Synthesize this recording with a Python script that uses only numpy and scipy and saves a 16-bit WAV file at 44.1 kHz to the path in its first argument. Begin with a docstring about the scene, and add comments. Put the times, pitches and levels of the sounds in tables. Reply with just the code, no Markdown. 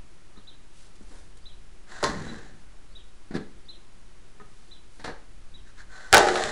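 """A small bird chirps over faintly rumbling air while snow is shovelled into a steel tractor bucket.
Twice the blade skids over icy ground, sticking and slipping on grit, and catches with a rattling clang,
the second time hard against the bucket, which rings and growls. Loads of wet snow knock the blade on its
shaft, slide off and land with a thump and a crunch of breaking crystals. House walls echo round the yard."""
import sys
import numpy as np
from scipy import signal
from scipy.fft import rfft, irfft, next_fast_len
from scipy.io import wavfile

SR = 44100
rng = np.random.default_rng(int(sys.argv[2]) if len(sys.argv) > 2 else 0)


def put_to_file(sound):
    """Save the sound as 16-bit audio at rate SR, in the file named by the first command-line argument."""
    columns = np.atleast_2d(sound).T  # one column per channel
    safe = np.clip(columns, -1, 1)
    whole_steps = np.round(safe * 32767)
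    wavfile.write(sys.argv[1], SR, whole_steps.astype(np.int16))


N = 287091
TIME = np.arange(N) / SR

# Pushes of the blade. Each row: touch-down, catch and stop in seconds, then the levels of skid,
# singing, ploughing, judder and contact with the bucket in dB.
PUSHES = [(1.863, 2.038, 2.315, -45.5, -60, -47, -42, -21), (5.877, 6.119, 6.45, -49, -51, -32.5, -45, 8)]
# The steel bucket's modes. Each row: frequency in Hz, relative level in dB, free t60 in seconds.
BUCKET_MODES = [(203, -17, .8), (363, 0, .7), (405, -5, .3), (446, 1, .42), (490, -6, .3), (560, -6, .25),
                (623, -2, .4), (690, -5, .3), (767, 3, .33), (821, 2, .33), (877, -4, .25), (965, -5, .25),
                (1255, -3, .2), (1318, -2, .18), (1447, 1, .2), (1520, 0, .18), (1590, -2, .18),
                (1685, -7, .22), (1853, -5, .22), (2147, -12, .16), (2452, -13, .12)]


def from_db(db):
    """Decibels to gain."""
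    return 10 ** (np.asarray(db) / 20)


def rms_one(x):
    """Scale to an rms of 1."""
    return x / np.sqrt(np.mean(x ** 2) + 1e-20)


def coloured(x, spectrum):
    """Shape a steady signal with a spectrum that falls away beyond its ends; rms 1."""
    hz, db = np.transpose(spectrum)
    size = next_fast_len(N)
    log_hz = np.log(np.maximum(np.arange(size // 2 + 1) * SR / size, 1))
    skirts = np.minimum(log_hz - np.log(hz[0]), 0) + np.minimum(np.log(hz[-1]) - log_hz, 0)
    gain = from_db(np.interp(log_hz, np.log(hz), db) + 20 * skirts)
    return rms_one(irfft(rfft(x, size) * gain, size)[:N])


def low_pass(x, hz, order=2):
    """Causal low-pass."""
    return signal.sosfilt(signal.butter(order, hz, fs=SR, output="sos"), x + 1e-18)


def high_pass(x, hz, order=2):
    """Causal high-pass."""
    return signal.sosfilt(signal.butter(order, hz, "high", fs=SR, output="sos"), x + 1e-18)


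def rising(s, length):
    """Envelope that climbs from 0 to 1, starting at time s."""
    return np.clip((TIME - s) / length, 0, 1)


def dying(s, t60):
    """Envelope that jumps to 1 at time s and dies away."""
    age = TIME - s
    return (age >= 0) * from_db(-60 * np.clip(age / t60, 0, 3))


def swells(rows):
    """Bell-shaped swells. Each row: centre and half length in seconds, peak level in dB."""
    return sum(from_db(db) * np.exp(-.5 * np.minimum(((TIME - s) / half) ** 2, 100))
               for s, half, db in rows)


def clicks(times, gains):
    """A train of single-sample blows."""
    out = np.zeros(N)
    out[np.clip(np.round(np.asarray(times) * SR).astype(int), 0, N - 1)] = gains
    return out


def ring(drive, hz, t60):
    """One mode: a unit click sets a sine of height 1 ringing."""
    r, w = np.exp(-np.log(1000) / (t60 * SR)), 2 * np.pi * hz / SR
    return signal.lfilter([0, np.sin(w)], [1, -2 * r * np.cos(w), r * r], drive + 1e-18)


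def struck(times, blow_db, modes, scatter_db):
    """Every blow meets each mode with a strength and sign of its own."""
    total = np.sqrt(np.sum(from_db(np.array(modes)[:, 1]) ** 2) / 2)
    out = np.zeros(N)
    for hz, db, t60 in modes:
        strength, side = rng.standard_normal((len(times), 2)).T
        gains = np.sign(side) * from_db(blow_db + db + scatter_db * strength)
        out += ring(clicks(times, gains), hz, t60)
    return out / total


def dense_modes(times, blow_db, spectrum, t60):
    """Dying bursts of coloured noise, like the countless close modes of a struck plate."""
    envelope = np.sqrt(sum((from_db(db) * dying(s, t60)) ** 2 for s, db in zip(times, blow_db)))
    return envelope * coloured(rng.standard_normal(N), spectrum)


def grains(per_s, spread_db):
    """Ice crystals break at random moments; the wider the spread, the more a few stand out."""
    sizes = from_db(spread_db * np.minimum(rng.exponential(1, N), 4))
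    return rms_one((rng.random(N) < per_s / SR) * sizes * rng.choice([-1, 1], N))


def waver(hz):
    """A random wobble, up to about hz times a second; rms 1."""
    return rms_one(low_pass(rng.standard_normal(N), hz))


def air():
    """Quiet outdoor hiss over a deep rumble that swells with each gust."""
    # Soft gusts. Each row: centre and half length in seconds, level in dB.
    gusts = [(1.3, 0.29, -44), (2.9, 0.84, -47.5), (5.55, 0.36, -42.5)]
    # Colours of the rumble and the hiss. Each row: frequency in Hz, relative level in dB.
    rumble_spectrum = [(8, 11.5), (18, 10), (30, -2.5), (45, 3), (65, -12.5), (90, -13), (130, -22.5),
                       (300, -58)]
    hiss_spectrum = [(59, -33), (100, -1.5), (124, -9), (177, -6), (262, -12), (359, -8), (388, -9.5),
                     (420, -14), (758, -17.5), (1220, -17.5), (1370, -17.5), (8520, -27.5), (11000, -30),
                     (14300, -67), (22000, -120)]
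    calm_db, hiss_db = -50.5, -58
    rumble = np.hypot(from_db(calm_db), swells(gusts)) * coloured(rng.standard_normal(N), rumble_spectrum)
    return rumble + from_db(hiss_db) * coloured(rng.standard_normal(N), hiss_spectrum)


def bird():
    """Whistled notes that glide, arch and warble a little; the call repeats with slight changes."""
    # The calls. Each row: time in seconds, level in dB, pitch ratio.
    calls = [(0.364, -58.5, 0.97), (0.47, -51.5, 0.96), (1.454, -48.5, 0.98), (2.951, -48.5, 0.95),
             (3.684, -47, 0.99), (4.709, -51, 0.98), (5.538, -52.5, 0.96)]
    # One call, a thin upslur and two arches. Each row: delay and length in seconds,
    # start pitch, end pitch and arch height in Hz, relative level in dB.
    notes = [(-.036, .033, 4280, 5430, -200, -18), (0, 0.0353, 3167, 3370, 848, 2.5),
             (0.034, .042, 2600, 2500, 900, -11)]
    arch_lean, scatter_db = .75, 1.0  # a lean below 1 brings the top of the arch early
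    warble = 1 + .016 * waver(hz=110)
    out = np.zeros(N)
    for s, call_db, ratio in calls:
        for delay, length, start_hz, end_hz, arch_hz, db in notes:
            span = (TIME > s + delay) & (TIME < s + delay + length)
            along = ((TIME[span] - s - delay) / length) ** arch_lean
            arch = 4 * along * (1 - along)
            pitch = ratio * warble[span] * (start_hz + (end_hz - start_hz) * along + arch_hz * arch)
            gain = from_db(call_db + db + scatter_db * rng.standard_normal())
            out[span] += gain * arch * np.sqrt(2) * np.sin(2 * np.pi * np.cumsum(pitch) / SR)
    return out


def shaft():
    """Hollow knocks as the load rocks the blade on its shaft."""
    # The knocks. Each row: start in seconds, level in dB.
    knocks = [(0.361, -56), (0.376, -55), (4.4, -42), (4.412, -49)]
    # The shaft's modes. Each row: frequency in Hz, relative level in dB, t60 in seconds.
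    modes = [(417, 4.5, 0.12), (1040, 0, 0.078), (1257, 7.5, 0.083), (1486, -4, 0.079), (1790, 3.5, 0.045)]
    s, db = np.transpose(knocks)
    return struck(s, db, modes, scatter_db=1.5)


def snow():
    """A soft weight lands with a low thump and a crunch of crystals; powder and crumbs trickle down."""
    # Landing lumps and heavy steps. Each row: start in seconds, thump and crunch drive in dB,
    # crunch t60 in seconds, crunch cutoff in Hz.
    thuds = [(0.375, -46, -57, 0.11, 1490), (1.009, -42.5, -57.5, 0.18, 3000), (1.11, -50, -51, 0.68, 1200),
             (3.308, -31.5, -40.5, 0.19, 1500), (3.34, -30.5, -38.5, .2, 8200),
             (3.351, -20.5, -36.5, 0.06, 3000), (3.363, -20, -33, 0.033, 4000),
             (3.408, -32.5, -55, .15, 1500), (4.412, -48, -46.5, 0.089, 700), (4.994, -46, -45, 0.18, 7000),
             (5.0407, -58, -31, 0.18, 7700), (5.077, -48, -33.5, 0.21, 1330)]
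    # The thump's modes. Each row: frequency in Hz, relative level in dB, t60 in seconds.
    thump_modes = [(138, -20, 0.1), (211.4, 0.5, 0.099), (280, 3, 0.043), (350, -5.5, 0.08),
                   (422, -10.5, 0.17)]
    # Loose snow sliding off the blade. Each row: centre and half length in seconds, level in dB.
    spills = [(.81, .06, -59.5), (1.16, 0.076, -60), (4.6, 0.12, -67), (4.99, 0.053, -64)]
    # Crumbs of ice ticking down. Each row: start in seconds, level in dB.
    ticks = [(.955, -55.5), (1.024, -63), (1.371, -55)]
    # Colours of the crunch and the powder. Each row: frequency in Hz, relative level in dB.
    crunch_spectrum = [(100, 6.5), (350, 7), (780, 8), (1200, 2.5), (1650, 10.5), (2050, 2), (2500, -4.5),
                       (3200, -6.5), (4100, 3), (5200, -5), (11000, -13.5)]
    powder_spectrum = [(300, -12), (1200, -6), (2500, -3), (4000, 0), (7500, -1), (11000, -5)]
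    s, thump_db = np.transpose(thuds)[:2]
    soft_blows = low_pass(clicks(s, from_db(thump_db)), 330)
    thumps = high_pass(sum(from_db(db) * ring(soft_blows, hz, t60) for hz, db, t60 in thump_modes), 180)
    crystals = coloured(grains(per_s=9000, spread_db=2.2), crunch_spectrum)
    crunch = np.zeros(N)
    for start, _, db, t60, cutoff_hz in thuds:
        collapse = low_pass(dying(start, t60), 75, order=1)  # the lump gives way over a few milliseconds
        crunch += from_db(db) * low_pass(crystals * collapse, cutoff_hz, order=1)
    trickle = swells(spills) + sum(from_db(db) * dying(start, t60=0.076) for start, db in ticks)
    return thumps + crunch + trickle * coloured(grains(per_s=2500, spread_db=2.5), powder_spectrum)


def push(touch_s, catch_s, stop_s, skid_db, sing_db, plough_db, judder_db, contact_db):
    """The blade skids, catches with a jolt, ploughs on and stops: gains of grit, singing, judder, growl."""
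    bite = rising(catch_s, length=0.061)
    gliding = rising(touch_s, length=0.073) * (1 - bite)
    skid = from_db(skid_db) * gliding
    jolt = from_db(16) * dying(catch_s, t60=.25)
    moving = (TIME < stop_s) + dying(stop_s, t60=0.88)
    force = bite * (1 + jolt) * moving
    grit = skid + from_db(plough_db) * force
    judder = from_db(-14) * skid + from_db(judder_db) * force
    growl = from_db(-11.5) * skid + from_db(contact_db - 24.5) * bite * dying(catch_s, t60=1.16)
    return grit, from_db(sing_db) * gliding, judder, growl


def scraping():
    """The edge sticks and slips over grit; slower slips shake the blade and keep the bucket ringing."""
    # The freely skidding blade sings. Each row: frequency in Hz, relative level in dB, t60 in seconds.
    skid_modes = [(1531, 10, 0.25), (1775, -1, 0.085)]
    # The blade squeaks once, and brushes the ground on its way down.
    # Each row: centre and half length in seconds, level in dB.
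    squeaks = [(2.295, .014, -50)]
    brushes = [(5.685, 0.018, -56), (5.80, 0.018, -47.5)]
    # Colours of the grit and the judder. Each row: frequency in Hz, relative level in dB.
    grit_spectrum = [(150, -50), (400, -24), (900, 1), (1200, -0.5), (1600, 8.5), (1950, 5.5), (2300, -9.5),
                     (3100, -8.5), (4100, -2.5), (5000, -9), (7500, -7.5), (8800, -17), (12000, -21)]
    judder_spectrum = [(40, -3), (100, -1), (150, 3), (200, 4), (290, -2), (440, -6.5), (650, -15),
                       (1500, -19)]
    grit_gain, sing_gain, judder_gain, growl_gain = np.sum([push(*row) for row in PUSHES], axis=0)
    slips = grains(per_s=9000, spread_db=2.0) * from_db(1.93 * waver(hz=71))
    grit = (grit_gain + swells(brushes)) * coloured(slips, grit_spectrum)
    shove = high_pass(low_pass(slips, 950), 380, order=4)
    damping = .3  # the blade pressing on the steel shortens its ring to a hollow growl
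    steel = sum(ring(shove, hz, damping * t60) * from_db(db) / np.sqrt(t60) for hz, db, t60 in BUCKET_MODES)
    singing = sing_gain * rms_one(sum(from_db(db) * ring(slips, hz, t60) for hz, db, t60 in skid_modes))
    squeak = swells(squeaks) * rms_one(ring(slips, hz=3980, t60=0.072))
    judder = judder_gain * coloured(grains(per_s=460, spread_db=0.0), judder_spectrum)
    return grit + judder + growl_gain * rms_one(steel) + singing + squeak


def strikes():
    """The edge cracks on each catch and the blade rings; the bucket joins in as hard as it is touched."""
    # Blows on the blade. Each row: start in seconds, ring drive in dB, edge crack in dB.
    blows = [(2.0282, -20.5, -25), (2.0400, -19.5, -14), (2.0437, -22.5, -16), (6.1280, -17, -1),
             (6.1383, -18, -4), (6.1446, -16, 1), (6.1497, -24, -3), (6.170, -18, -4), (6.1806, -26.5, -4),
             (6.286, -28.5, -21.5), (6.356, -29.5, -25), (6.438, -42, -16)]
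    # The blade's modes. Each row: frequency in Hz, relative level in dB, t60 in seconds.
    blade_modes = [(395, 0, 0.14), (436, 2.5, 0.1), (588, -1, 0.17), (819, -6, 0.22), (930, -5, 0.13),
                   (1060, -2.5, .13), (1297, 1, 0.06), (1470, -0.5, 0.076), (1882, -12, 0.091),
                   (3770, -25, 0.054)]
    # Colours of the two clangs, the edge's crack and a dull low thud under each crack.
    # Each row: frequency in Hz, relative level in dB.
    blade_clang = [(100, -15), (250, 10.5), (450, 8), (900, 9.5), (1500, 6.5), (1950, 8), (2300, -15.5),
                   (4000, 1), (7500, -6), (9000, -20), (12000, -10)]
    bucket_clang = [(150, -39), (280, -9), (420, -24), (800, -0.5), (1100, -13), (1500, 4.5), (1900, -8),
                    (2400, -7), (4000, -12), (7500, -27), (9000, -24), (12000, -40)]
    crack_spectrum = [(500, -13), (1800, -2), (3200, -1.5), (4500, 1), (7000, -0.5), (9000, -5),
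                      (12000, -10)]
    low_thud_spectrum = [(25, -1), (90, -4.5), (200, -9), (320, -16)]
    s, blade_db, crack_db = np.transpose(blows)
    touch_s, *_, contact_db = np.transpose(PUSHES)
    which_push = np.searchsorted(touch_s, s) - 1
    bucket_db = blade_db + contact_db[which_push]
    blade = from_db(-1.5) * struck(s, blade_db, blade_modes, scatter_db=1.4)
    blade += from_db(-7.5) * dense_modes(s, blade_db, blade_clang, t60=0.23)
    # a sharp tap on the lip hardly moves the bucket's slowest modes
    bucket = from_db(-6.5) * high_pass(struck(s, bucket_db, BUCKET_MODES, scatter_db=0.1), 620)
    bucket += dense_modes(s, bucket_db, bucket_clang, t60=0.049)
    low_thud = dense_modes(s, crack_db - 21, low_thud_spectrum, t60=.06)
    snap = sum(from_db(db) * dying(start, t60=0.0038) for start, db in zip(s, crack_db))
    return blade + bucket + low_thud + snap * coloured(rng.standard_normal(N), crack_spectrum)


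def yard(x):
    """Scattered echoes from the walls, arriving a little late and a little dull."""
    echoes = low_pass(rng.standard_normal(N) * dying(0.0061, t60=.4), 3000, order=1)[:SR]
    return signal.fftconvolve(x, echoes / np.sqrt(np.sum(echoes ** 2)))[:N]


def scene():
    """The work is close by; the bird is farther off and has more echo."""
    work = strikes() + scraping() + shaft() + snow()
    chirps = bird()
    echoes = yard(from_db(-13) * work + from_db(-10) * chirps)
    return (work + chirps + echoes + air())[None]


def record(dry):
    """A small microphone with little top and a steady offset; the hardest blows overload it."""
    top_hz, overload, cutoff_hz, offset = 10710, .76, 16600, -.0114
    narrow = signal.sosfilt(signal.ellip(7, .3, 70, top_hz, fs=SR, output="sos"), dry)
    clipped = narrow / (1 + (narrow / overload) ** 8) ** (1 / 8)
    top_cut = signal.firwin(201, cutoff_hz, window="blackman", fs=SR)
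    return signal.fftconvolve(clipped, top_cut[None], "same") + offset


dry = scene()
out = record(dry)
put_to_file(out)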